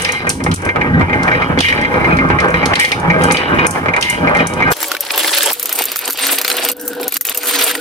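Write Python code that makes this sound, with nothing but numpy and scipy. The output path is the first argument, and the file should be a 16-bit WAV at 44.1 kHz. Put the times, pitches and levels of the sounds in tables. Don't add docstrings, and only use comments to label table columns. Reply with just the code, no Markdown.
import sys
import numpy as np
from scipy import signal
from scipy.fft import rfft, irfft
from scipy.io import wavfile
from scipy.ndimage import uniform_filter1d

SR = 44100
rng = np.random.default_rng(int(sys.argv[2]) if len(sys.argv) > 2 else 0)


def field_ratio(decibels):
    return 10 ** (np.asarray(decibels, dtype=float) / 20)


def wav_record(signal):
    frames = np.transpose(np.atleast_2d(signal))
    bounded = np.clip(frames, -1, 1)
    quanta = np.round(bounded * 32767).astype(np.int16)
    wavfile.write(sys.argv[1], SR, quanta)


N = 344348

HURRY_S, SECOND_HURRY_S = 4.725, 5.535
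EARLY_SPEEDUP, SPEEDUP = 3.45, 2.96
WANDER_DB = 2.6

# (pitch [Hz], width [Hz], level [dB])
RUMBLE = [(58, 25, -11), (93.5, 5.7, 0), (133.3, 104, 1.5), (170.7, 18.4, 3), (223.6, 33, -2.5),
          (262, 39, 1.5), (327.3, 40, -2)]
# (pitch [Hz], width [Hz], level [dB])
BODY = [(508, 25, -1.5), (620, 86, 0.5), (839, 49, -1.2), (955.3, 46, -1.4), (1083, 83, -6),
        (1231, 96, -1.3), (1400, 85, -0.5), (1565, 22, 2)]
# (pitch [Hz], width [Hz], level [dB])
RING = [(1971, 80, 2.5), (2176, 38, 2.5), (2353, 75, -1), (2536, 51, -4)]
# (pitch [Hz], width [Hz], level [dB])
SHEEN = [(2940, 72, 7), (3250, 30, 0), (3640, 60, -6), (3850, 72, -7), (4040, 36, -5), (4520, 60, -6),
         (5100, 45, -7)]
SHOT_ENDS_S = [
    .545,
    1.612,
    2.742,
    3.67,
    4.74,
    6.735,
    7.178,
    7.328,
    8,
]
# (time [s], peak [dB], lower part [dB])
FAST_CLICKS = [(4.7125, -12, -19), (4.7177, -12, -22), (4.7253, -8, -23), (4.7667, -10.5, -8),
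               (4.8043, -13.5, -7), (4.8289, -3, -8), (4.883, -13.5, -10), (4.9166, -7.5, -6.5),
               (4.9483, -21, 5), (4.949, -19.5, -7), (4.9676, -20, -3), (5.0067, -2, -25),
               (5.0496, -17.5, -5), (5.1005, -26, 2), (5.1586, -9, -16), (5.1773, 1, -23),
               (5.2756, -9.5, -1), (5.3423, -14, -4), (5.348, -9, -6), (5.3833, -3.5, -2.5),
               (5.4316, -3, -6), (5.4617, -12, -19), (5.4896, -23, -5), (5.504, -15, -12),
               (5.5146, -9, -26), (5.5315, -12, -25), (5.5315, -3, -31), (5.5963, -3.5, -16),
               (5.628, -3, -16.5), (5.6566, -4, -15), (5.6929, -6.5, -7), (5.727, -0.5, -20),
               (5.789, -2.5, -9.5), (5.8198, -13, -5), (5.8205, -6, -7), (5.8388, -6, -16),
               (5.8542, -2, -23), (5.9175, -7, -5.5), (5.959, -7, -8), (5.967, -15, -13), (5.967, -5, -26),
               (5.99, -6, -19), (6.0406, -24, 2.5), (6.078, -6, -11), (6.0997, -8, -9), (6.106, -6, -12),
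               (6.1237, -12, -15), (6.1303, -7, -20)]
# (time [s], peak [dB], lower part [dB])
LAST_CLICKS = [(6.1735, -13, -11), (6.1912, -10, -13), (6.239, -12, -5), (6.2677, -2.5, -5.5),
               (6.329, -4, -32), (6.3853, -17, -5), (6.3853, -2, -15), (6.4137, -3, -9), (6.4466, -8, 0),
               (6.4792, -3, -5), (6.5007, -5, 0), (6.568, -6, -14), (6.6493, -3, -8), (6.6868, -2.5, -8),
               (6.716, -4.5, -20), (6.7673, -19, -31), (6.8123, -30, -14), (6.8123, -14, -38.5),
               (6.8622, -27, -15), (6.8782, -2.5, -19), (6.932, -20, -10), (6.95, -23, -13),
               (6.9985, -25, 1), (7.0303, -15, -0.5), (7.08, -1.5, -18), (7.1226, -5, -29),
               (7.1413, -3.5, -20), (7.1675, -11, -10), (7.1675, -1.5, -12.5), (7.2101, 2, -25),
               (7.2508, -3, -17), (7.2688, -7, -22), (7.297, -21, -20), (7.295, -3.5, -16),
               (7.3467, 0, -25), (7.374, 3, -27), (7.4329, -24, 5), (7.432, -12, -12), (7.4569, -14, -4),
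               (7.4707, -7, -16), (7.5107, -10, -5), (7.5584, -7.5, -5), (7.5888, -9, -4),
               (7.6107, -12, -10), (7.623, -3.5, -10), (7.6656, -13, -12), (7.6762, -12, -17),
               (7.7122, -7.5, -8), (7.7514, -11.5, -18)]


def unit(x):
    return x / np.sqrt(np.mean(x ** 2))


def colour(x, spectrum, extra_db=0):
    hz, db = np.transpose(spectrum)
    bins = np.fft.rfftfreq(x.shape[-1], 1 / SR)
    gain_db = np.interp(np.log(bins + 1), np.log(hz), db, left=-90, right=-90)
    return irfft(rfft(x) * field_ratio(gain_db + extra_db), x.shape[-1])


def walk(size, rate):
    hold = int(SR / rate)
    values = rng.standard_normal(size // hold + 1)
    return 2.13 * uniform_filter1d(np.repeat(values, hold), hold)[:size]


def together(*levels_db):
    return 10 * np.log10(sum(field_ratio(db) ** 2 for db in levels_db) + 1e-9)


def stepped(levels, first, last):
    t = np.arange(first, last) / SR
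    return [np.interp(t, t[::44], db) for db in levels(t[::44])]


def within(table, first, last):
    return np.transpose([row for row in table if first <= row[0] * SR < last])


def room_hum():
    spectrum = [(20, -12), (60, -9), (200, -5), (400, -24)]  # (Hz, dB)
    return unit(colour(rng.standard_normal((2, N)), spectrum)) * field_ratio(-53)


def chop(t):
    since = t - np.take([-1] + SHOT_ENDS_S, np.searchsorted(SHOT_ENDS_S, t, "right"))
    return field_ratio(-15 * np.exp(-since / 0.022))


def clicks(table, spectrum, split_hz, rise_s, crack_s, tail_s, tail_db, alike, gain_db, ping_db, size):
    out = np.zeros((2, N + size))
    t, bins = np.arange(size) / SR, np.fft.rfftfreq(size, 1 / SR)
    shape = (1 - np.exp(-t / rise_s)) * (np.exp(-t / crack_s) + field_ratio(tail_db) * np.exp(-t / tail_s))
    for s, db, low_db in table:
        noise = rng.standard_normal((3, size))
        ping_hz = split_hz * rng.uniform(.6, 2.2, (8, 1))
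        pings = field_ratio(ping_db) * np.sin(2 * np.pi * ping_hz * t).sum(axis=0)
        tilt_db = low_db / (1 + (bins / split_hz) ** 6)
        pair = colour(alike * noise[0] + pings + noise[1:], spectrum, tilt_db)
        pair = pair / np.std(colour(noise[0], spectrum)) * shape
        pan_db = noise[0, 0]
        i = int(s * SR)
        out[:, i:i + size] += pair * field_ratio(db + gain_db + np.array([[pan_db], [-pan_db]]))
    return out[:, :N]


def slow_glass():
    # (time [s], peak [dB], lower part [dB])
    clack_table = [(.0466, -4, 17), (.12, 0, -15), (.2997, 0.5, 4.5), (.4382, -2.5, -5), (.5138, -10, 16.5),
                   (1.231, -9.5, 7), (1.588, -7.5, 18), (1.6046, -2, 18), (1.6845, -13.5, 24),
                   (2.169, -16.5, 15), (2.4009, -11.5, 15), (2.6562, 0.5, 5), (2.7543, -5, 17.5),
                   (2.848, -6, 13), (2.9173, -5.5, 18.5), (3.31, -6.5, 15), (3.3684, -12, 24),
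                   (3.963, -10, 8), (4.0105, -4.5, 2), (4.0248, -3.5, 20.5), (4.369, -11, 4),
                   (4.7168, 1, 1)]
    # (time [s], peak [dB])
    tick_table = [(0.019, 0), (0.292, 11), (0.54, 2.5), (2.796, 7), (3.236, 4), (3.32, 6.5), (3.666, 6),
                  (3.7078, 2.5), (4.0984, 6), (4.4691, 2.5), (4.7037, -9)]
    # (time [s], peak [dB])
    faint_table = [(0.0872, -17), (0.2688, -21), (0.5594, -13), (0.6185, -21), (0.65, -14), (0.7592, -32),
                   (0.994, -27), (1.4197, -28), (1.724, -23), (1.7744, -32), (1.8126, -19), (2.0901, -32),
                   (2.2872, -25), (2.3875, -26), (2.4833, -22), (2.503, -19), (2.542, -36), (2.7355, -16),
                   (2.8544, -20), (2.9985, -19), (3.2186, -17), (3.936, -25), (4.348, -19), (4.535, -13.5)]
    # (frequency [Hz], level [dB])
    glass_colour = [(2500, 1.5), (3500, -1.5), (6000, 3.5), (7500, -5.5), (9300, 3.5), (11000, -13),
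                    (14500, -16), (16000, -42)]
    bright = [(s, db, -25) for s, db in tick_table]
    faint = [(s, db + 5, -5.5) for s, db in faint_table]
    return clicks(clack_table + bright + faint, glass_colour, split_hz=4840, rise_s=0.0018,
                  crack_s=0.0031, tail_s=0.037, tail_db=-20.0, alike=0.26, gain_db=-6.5,
                  ping_db=-16.5, size=8192)


def fast_glass():
    # (frequency [Hz], level [dB])
    glass_colour = [(1100, 8), (4500, 2), (8000, -4.5), (10800, -2), (11800, 0), (13100, 8.5), (15300, 1),
                    (16300, -36)]
    hurried = [(s, db, low_db + 2.5) for s, db, low_db in FAST_CLICKS + LAST_CLICKS]
    return clicks(hurried, glass_colour, split_hz=5500, rise_s=0.00082, crack_s=0.00088,
                  tail_s=0.0084, tail_db=-16.5, alike=1.37, gain_db=4.7, ping_db=-8, size=2048)


def bumps(size, per_s, spread_db):
    hit = rng.random(size) < per_s / SR
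    return hit * rng.standard_normal(size) * field_ratio(spread_db * np.minimum(rng.exponential(1, size), 3.5))


def rattle(size, speed):
    fade = np.exp(-speed / (0.003 * SR))
    taps = signal.lfilter([1], [1, -fade], np.abs(bumps(size, 70 * speed, 4.2)))
    return unit(bumps(size, 1500 * speed, 2.5) * (1 + .28 * taps))


def hiss(spectrum, jolts, level_db, grit, flicker_db, alike):
    grains = signal.lfilter([1], [1, -.9], np.abs(jolts))
    mid, side = rng.standard_normal((2, len(jolts))) * (1 + grit * unit(grains))
    pair = unit(colour(np.array([mid * alike + side, mid * alike - side]), spectrum))
    split_hz = spectrum[len(spectrum) // 2][0]
    low = signal.sosfilt(signal.butter(2, split_hz, fs=SR, output="sos"), pair)
    low_db = level_db + flicker_db * walk(len(jolts), 70)
    high_db = level_db + flicker_db * walk(len(jolts), 70)
    return low * field_ratio(low_db) + (pair - low) * field_ratio(high_db)


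def rolls(t, table, level_db, speed=1):
    stop_s = 60 / 413 / speed
    levels = []
    for (go, full, stop, *_), db in zip(table, level_db):
        levels.append(db + np.interp(t, [go - .02, go, full, stop, stop + stop_s], [-60, -14, 0, 0, -60]))
    return together(*levels)


def skitters(t, table, level_db, fade_db_per_s):
    ends = np.take(SHOT_ENDS_S, np.searchsorted(SHOT_ENDS_S, np.transpose(table)[0], "right"))
    levels = []
    for (s, hold, *_), db, end in zip(table, level_db, ends):
        fading_db = db - fade_db_per_s * np.maximum(t - s - hold, 0)
        levels.append(np.where((t >= s) & (t < end), fading_db, -99))
    return together(*levels)


def slow_levels(t):
    # (let go [s], full speed [s], stopped [s], level [dB], weight in the bass [dB])
    roll_table = [(-.1, 0, .17, -26, -2.5), (0.16, 0.234, .31, -22, 1), (0.332, 0.497, 0.53, -21, 8),
                  (0.57, 0.646, 0.7, -19, 2), (0.735, 0.78, 0.88, -19.5, 4.5), (.8, 0.944, 1.03, -18, 6.5),
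                  (0.995, 1.17, 1.238, -15, 1.5), (1.21, 1.265, 1.425, -15.5, -4.5),
                  (1.407, 1.495, 1.62, -19.5, 5.5), (1.626, 1.784, 1.835, -17.5, 0.5),
                  (1.834, 1.908, 2.15, -13, -3), (2.104, 2.2, 2.364, -16.5, 2),
                  (2.313, 2.405, 2.577, -15.5, -4.5), (2.575, 2.613, 2.78, -15, -2.5),
                  (2.735, 2.981, 2.96, -23.5, 0), (2.91, 3.101, 3.32, -13.5, -2),
                  (3.337, 3.35, 3.47, -20.5, -2), (3.42, 3.496, 3.69, -14, 0.5), (3.58, 3.61, 3.4, -27, -6),
                  (3.691, 3.77, 3.9, -20, 0), (3.8, 3.84, 4, -21, -7), (3.973, 3.987, 4.39, -26, -1.5),
                  (4.132, 4.239, 4.42, -13.5, -1.5), (4.453, 4.577, 4.78, -14.5, -1)]
    # (time [s], hold [s], ring [dB], hiss [dB])
    skitter_table = [(0, 0.014, -20.5, -25.5), (0.044, 0.13, -18.5, -45), (1.31, 0.14, -25.5, -53),
                     (1.612, 0.022, -9.5, -21.5), (1.621, 0.21, -19.5, -49), (2.535, 0.064, -22, -52),
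                     (2.734, 0.29, -8, -50), (2.791, 0.016, -11, -18), (3.21, 0.031, -21.5, -40),
                     (3.34, 0.11, -17, -55), (3.585, 0.085, -19.5, -52), (3.726, 0.039, -48, -33),
                     (4.018, 0.088, -20, -28), (4.385, 0.011, -16, -48), (4.62, 0.091, -29.5, -48)]
    *_, db, weight_db = np.transpose(roll_table)
    *_, ring_db, hiss_db = np.transpose(skitter_table)
    rumble_db, body_db = rolls(t, roll_table, db + weight_db), rolls(t, roll_table, db)
    light_db = skitters(t, skitter_table, ring_db, fade_db_per_s=146)
    light_hiss_db = skitters(t, skitter_table, hiss_db, fade_db_per_s=124)
    return (rumble_db, body_db,
            together(body_db - 7.5, light_db),
            together(body_db - 26, light_db - 6),
            together(body_db - 25, light_hiss_db, -47))


def fast_levels(t):
    # (let go [s], full speed [s], stopped [s], level [dB], weight in the bass [dB])
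    roll_table = [(4.7, 4.723, 4.94, -32, 3), (4.772, 4.824, 4.73, -22, 0), (4.86, 4.88, 5.04, -41, 2),
                  (4.996, 5.116, 5.25, -29, 0.5), (5.132, 5.2, 5.35, -21.5, -4.5),
                  (5.284, 5.34, 5.52, -22.5, -2.5), (5.419, 5.466, 5.5, -25.5, 5.5),
                  (5.519, 5.546, 6.4, -38, -10), (5.566, 5.82, 5.83, -24.5, -2),
                  (5.83, 5.933, 5.94, -28.5, -2), (5.996, 6.078, 6.09, -27, 0.5),
                  (6.147, 6.207, 6.32, -22, -3), (6.268, 6.273, 6.37, -26, -3),
                  (6.363, 6.506, 6.6, -24.5, -1.5), (6.568, 6.634, 6.705, -25, 0.5),
                  (6.73, 6.75, 7.03, -47, 10.5), (6.89, 7.03, 7.08, -34, 8.5),
                  (7.11, 7.173, 7.11, -25.5, -8), (7.204, 7.215, 7.2, -35, -10),
                  (7.248, 7.288, 7.37, -28, -2), (7.345, 7.366, 7.9, -34, -3),
                  (7.412, 7.479, 7.71, -20, -5), (7.61, 7.676, 7.6, -33, 3),
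                  (7.716, 7.755, 7.76, -39.5, 10.5)]
    # (time [s], hold [s], hiss [dB])
    skitter_table = [
        (4.743, 0.12, -25),
        (5.16, 0.053, -29),
        (5.505, .03, -29),
        (5.582, 0.11, -35),
        (6.796, 0.12, -32),
        (7.265, 0.021, -21.5),
    ]
    # (let go [s], full speed [s], stopped [s], level [dB])
    singing_table = [
        (4.74, 4.8, 5.7, -42.5),
        (5.055, 5.149, 5.46, -32),
        (5.55, 5.8, 5.8, -31),
        (5.86, 5.93, 6.3, -44),
        (6.108, 6.24, 5.7, -33.5),
        (6.3, 6.51, 6.95, -33.5),
        (6.623, 6.907, 7.08, -22),
        (7.314, 7.503, 8.4, -27.5),
        (7.692, 7.79, 8.8, -24),
    ]
    *_, db, weight_db = np.transpose(roll_table)
    roll_hiss_db = rolls(t, roll_table, db + 1 - 0.26 * weight_db, 2.2)
    light_hiss_db = skitters(t, skitter_table, np.transpose(skitter_table)[-1], fade_db_per_s=306)
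    tone_db = rolls(t, singing_table, np.transpose(singing_table)[-1], 9.3)
    return (rolls(t, roll_table, db + weight_db, 3.1), rolls(t, roll_table, db, 1.26),
            together(roll_hiss_db, light_hiss_db), together(tone_db, -44.5))


def ring(force, hz, width, turn):
    decay = np.exp((2j * np.pi * hz - np.pi * width) / SR)
    z = signal.lfilter([np.sqrt(width)], [1, -decay], force)
    return np.array([(z * np.exp(1j * turn)).imag, (z * np.exp(-1j * turn)).imag])


def plank(modes, band_hz, speed, jolts, roll_db, at, knock_db, wander_db, alike_hz, damping, dense_db,
          apart, slap_db):
    size, out = len(jolts), 0
    total = sum(field_ratio(db) ** 2 for _, _, db in modes)
    peak = np.sqrt(sum(field_ratio(db) ** 2 * width * speed * damping for _, width, db in modes))
    blows, keep = np.zeros(size), np.exp(-speed / (0.0093 * SR))
    blows[at] = field_ratio(knock_db)
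    chatter = signal.lfilter([1], [1, -keep], blows) * rng.standard_normal((2, size))
    knock = (blows * 0.59 + chatter[0] * np.sqrt(1 - keep ** 2)) / peak
    for hz, width, db in modes:
        turn = rng.uniform(-1.236, 1) * min(hz * speed / alike_hz, np.pi / 2)
        shake = jolts + 0.68 * rng.standard_normal(size)
        shake = shake * field_ratio(roll_db + wander_db * walk(size, 10 * speed))
        force = shake * np.sqrt(2 * np.pi / SR / total) + knock
        out = out + field_ratio(db) * ring(force, hz * speed, width * speed * damping, turn)
    band = signal.butter(2, np.multiply(band_hz, speed), "band", fs=SR, output="sos")
    blur = jolts + apart * rng.standard_normal((2, size))
    dense = unit(signal.sosfilt(np.vstack([band, band]), blur))
    dense = dense * field_ratio(roll_db + dense_db + wander_db * walk(size, 30 * speed))
    slap = field_ratio(slap_db) * (chatter[0] + apart * chatter[1] * np.array([[1], [-1]]))
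    return signal.sosfilt(band, out + slap) + dense


def reload(wood, band_hz, gain_db):
    group = signal.sosfiltfilt(signal.butter(2, band_hz, "band", fs=SR, output="sos"), wood)
    return wood + (field_ratio(gain_db) - 1) * group


def knock_notes(at, size, knock_db, pitch_hz, ring_s):
    out, t = np.zeros(size + 2048), np.arange(2048) / SR
    for i, db, hz in zip(at, knock_db, pitch_hz):
        out[i:i + len(t)] += field_ratio(db) * np.sin(2 * np.pi * hz * t) * np.exp(-t / ring_s)
    return out[:size]


def slow_run(last):
    # (time [s], peak [dB], thud [dB])
    thud_table = [(.2685, -0.5, -1.5), (0.4033, -14, 6.5), (0.4631, -2.5, 4), (0.759, -3.5, 5),
                  (1.0097, 2, -3), (1.0963, -7, 2), (1.348, -1, -19), (1.5745, -4, 3), (1.7251, 2.5, -11),
                  (1.941, -3, 0), (2.1077, -5, 1), (2.3005, -2, 6.5), (2.5405, 0.5, -3), (2.6284, 0.5, -4),
                  (2.8422, 0.5, -9), (3.3022, -2, 2), (3.346, -2, -1), (3.6458, -4, 3), (3.7518, -7.5, 1),
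                  (3.8586, -7, 7), (3.8836, 1, -1), (3.9646, 3, -15), (4.2727, 2, -6), (4.603, -4, 5),
                  (4.6749, -3.5, 0)]
    tap_times = [.0502, .09, .69, .812, 1.13, 1.278, 1.3162, 1.42, 1.644, 1.685, 1.776, 1.848, 2.0443,
                 2.187, 2.3865, 2.7342, 2.757, 2.81, 2.9178, 3.1, 3.59, 3.936, 4.3486, 4.3973, 4.623]
    # (deepest notes [dB], upper body [dB])
    load_table = [
        (-1, -0.5),
        (-0.9, 1),
        (-0.9, 1.5),
        (-4.5, -0.4),
        (-4, 0),
    ]
    # (frequency [Hz], level [dB])
    hiss_colour = [(2500, -14), (2940, 5), (3800, -9.5), (5000, -7), (6500, -11.5), (7600, -17), (9300, -8),
                   (11500, -16), (14000, -16.5), (15500, -36)]
    rumble_db, body_db, ring_db, sheen_db, hiss_db = stepped(slow_levels, 0, last)
    shot = np.searchsorted(SHOT_ENDS_S, np.arange(last) / SR)
    deep_db, upper_db = np.transpose(load_table)[:, shot]
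    s, knock_db, thud_db = np.transpose(thud_table + [(tap, 2.5, -12.5) for tap in tap_times])
    at, jolts = (s * SR).astype(int), rattle(last, 0.98)
    wood = plank(RUMBLE, (42, 450), 1.0, jolts, rumble_db + 1.0, at, knock_db + thud_db - 22,
                 wander_db=1.94, alike_hz=810, damping=0.88, dense_db=-12.0, apart=2.4, slap_db=-9)
    wood = reload(wood, (30, 120), deep_db)
    wood += plank(BODY, (380, 1800), 1, jolts, body_db + 0.56, at, knock_db + thud_db - 3.0,
                  WANDER_DB, alike_hz=850, damping=0.9, dense_db=-6.5, apart=1.08, slap_db=-3.3)
    wood = reload(wood, (1150, 1800), upper_db)
    wood += plank(RING, (1750, 2900), 0.97, jolts, ring_db + 0.22, at, knock_db - 3.0,
                  WANDER_DB, alike_hz=800, damping=0.64, dense_db=-8.5, apart=1.0, slap_db=-7.0)
    wood += plank(SHEEN, (2700, 5400), 0.99, jolts, sheen_db, at, knock_db - 23.5,
                  WANDER_DB, alike_hz=1500, damping=0.96, dense_db=-14.5, apart=0.37, slap_db=-27)
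    wood = signal.sosfilt(signal.butter(2, 45, "high", fs=SR, output="sos"), wood)
    wood = wood * field_ratio([[-0.05], [0.05]])
    wood[1] = np.roll(wood[1], 8)
    return wood + hiss(hiss_colour, jolts, hiss_db, grit=0.17, flicker_db=1.0, alike=0.83)


def fast_run(first, last, speed):
    # (time [s], peak [dB], pitch [Hz])
    knock_table = [(4.8428, -2.5, 2270), (4.9163, 5.5, 1400), (4.9496, -0.5, 1500), (4.967, -4, 2310),
                   (5.106, 4, 2480), (5.1776, 1, 3450), (5.195, -3, 3400), (5.245, 4.5, 2120),
                   (5.28, 3, 3460), (5.295, -3, 3340), (5.3428, 0, 3550), (5.4076, 4, 3580),
                   (5.505, -4, 1020), (5.96, -3, 1340), (6.0778, -6, 3120), (6.237, 0, 1950),
                   (6.1882, -5, 2800), (6.3852, .3, 4600), (6.4142, -8, 4770), (6.4489, 4, 4200),
                   (6.4805, -3, 3430), (6.5055, -4, 4040), (6.5155, 4, 4067), (6.6486, -6, 2900),
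                   (6.688, -4, 2940), (7.1235, -5, 2400), (7.1581, -5, 2820), (7.2103, -7, 1970),
                   (7.2525, -7, 2550), (7.288, -2.5, 2940), (7.3498, -0.5, 2800), (7.6757, -10, 3350),
                   (7.752, 1.5, 1920)]
    # (pitch [Hz], width [Hz], level [dB])
    note_table = [(302, 31, -7), (490.6, 3.8, -3), (1510, 180, -9.5)]
    # (frequency [Hz], level [dB])
    hiss_colour = [(2940, -61), (5000, -3), (5960, -3.5), (8580, 8.5), (9430, 3), (10500, 6.5), (11300, 6),
                   (13500, 6), (15900, -4), (16300, -49), (16500, -34)]
    rumble_db, body_db, hiss_db, tone_db = stepped(fast_levels, first, last)
    s, knock_db, pitch_hz = within(knock_table, first, last)
    at, jolts = (s * SR).astype(int) - first, rattle(last - first, speed)
    wood = plank(RUMBLE[1:], (80, 400), speed, jolts, rumble_db - 3, at, knock_db - 22.0,
                 WANDER_DB, alike_hz=2500, damping=0.49, dense_db=.1, apart=0.58, slap_db=-6)
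    wood += plank(BODY, (400, 1600), speed, jolts, body_db - 0.2, at, knock_db - 10,
                  wander_db=2.85, alike_hz=2900, damping=2.0, dense_db=-0.91, apart=0.99, slap_db=0.24)
    notes = 0
    for hz, width, db in note_table:
        notes = notes + field_ratio(db) * unit(ring(jolts, hz * speed / SPEEDUP, width, turn=0.15))
    wood += notes * field_ratio(tone_db + 1.5)
    wood += knock_notes(at, last - first, knock_db - 9.0, pitch_hz, ring_s=0.0033)
    s, click_db, _ = within(FAST_CLICKS + LAST_CLICKS, first, last)
    click_at = (s * SR).astype(int) - first
    wood += plank(RING + SHEEN, (1750, 5300), speed, jolts, hiss_db - 6, click_at, click_db - 20.5,
                  wander_db=3.1, alike_hz=6000, damping=1.1, dense_db=-24, apart=1.0, slap_db=-22)
    wood = signal.sosfilt(signal.butter(4, 215, "high", fs=SR, output="sos"), wood)
    return wood + hiss(hiss_colour, jolts, hiss_db - 2.5, grit=0.53, flicker_db=3.5, alike=0.73)


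def scene():
    hurry, second = int(HURRY_S * SR), int(SECOND_HURRY_S * SR)
    chopped = chop(np.arange(N) / SR)
    rolling = np.hstack([slow_run(hurry), fast_run(hurry, second, EARLY_SPEEDUP),
                         fast_run(second, N, SPEEDUP)])
    glass = slow_glass() + chopped * fast_glass()
    return rolling * chopped + glass + room_hum()


def roll_off(x):
    return signal.sosfilt(signal.butter(12, 16690, fs=SR, output="sos"), x)


def record(dry):
    mix = np.tanh(0.64 * dry) / 0.8
    return roll_off(mix)


dry = scene()
out = record(dry)
wav_record(out)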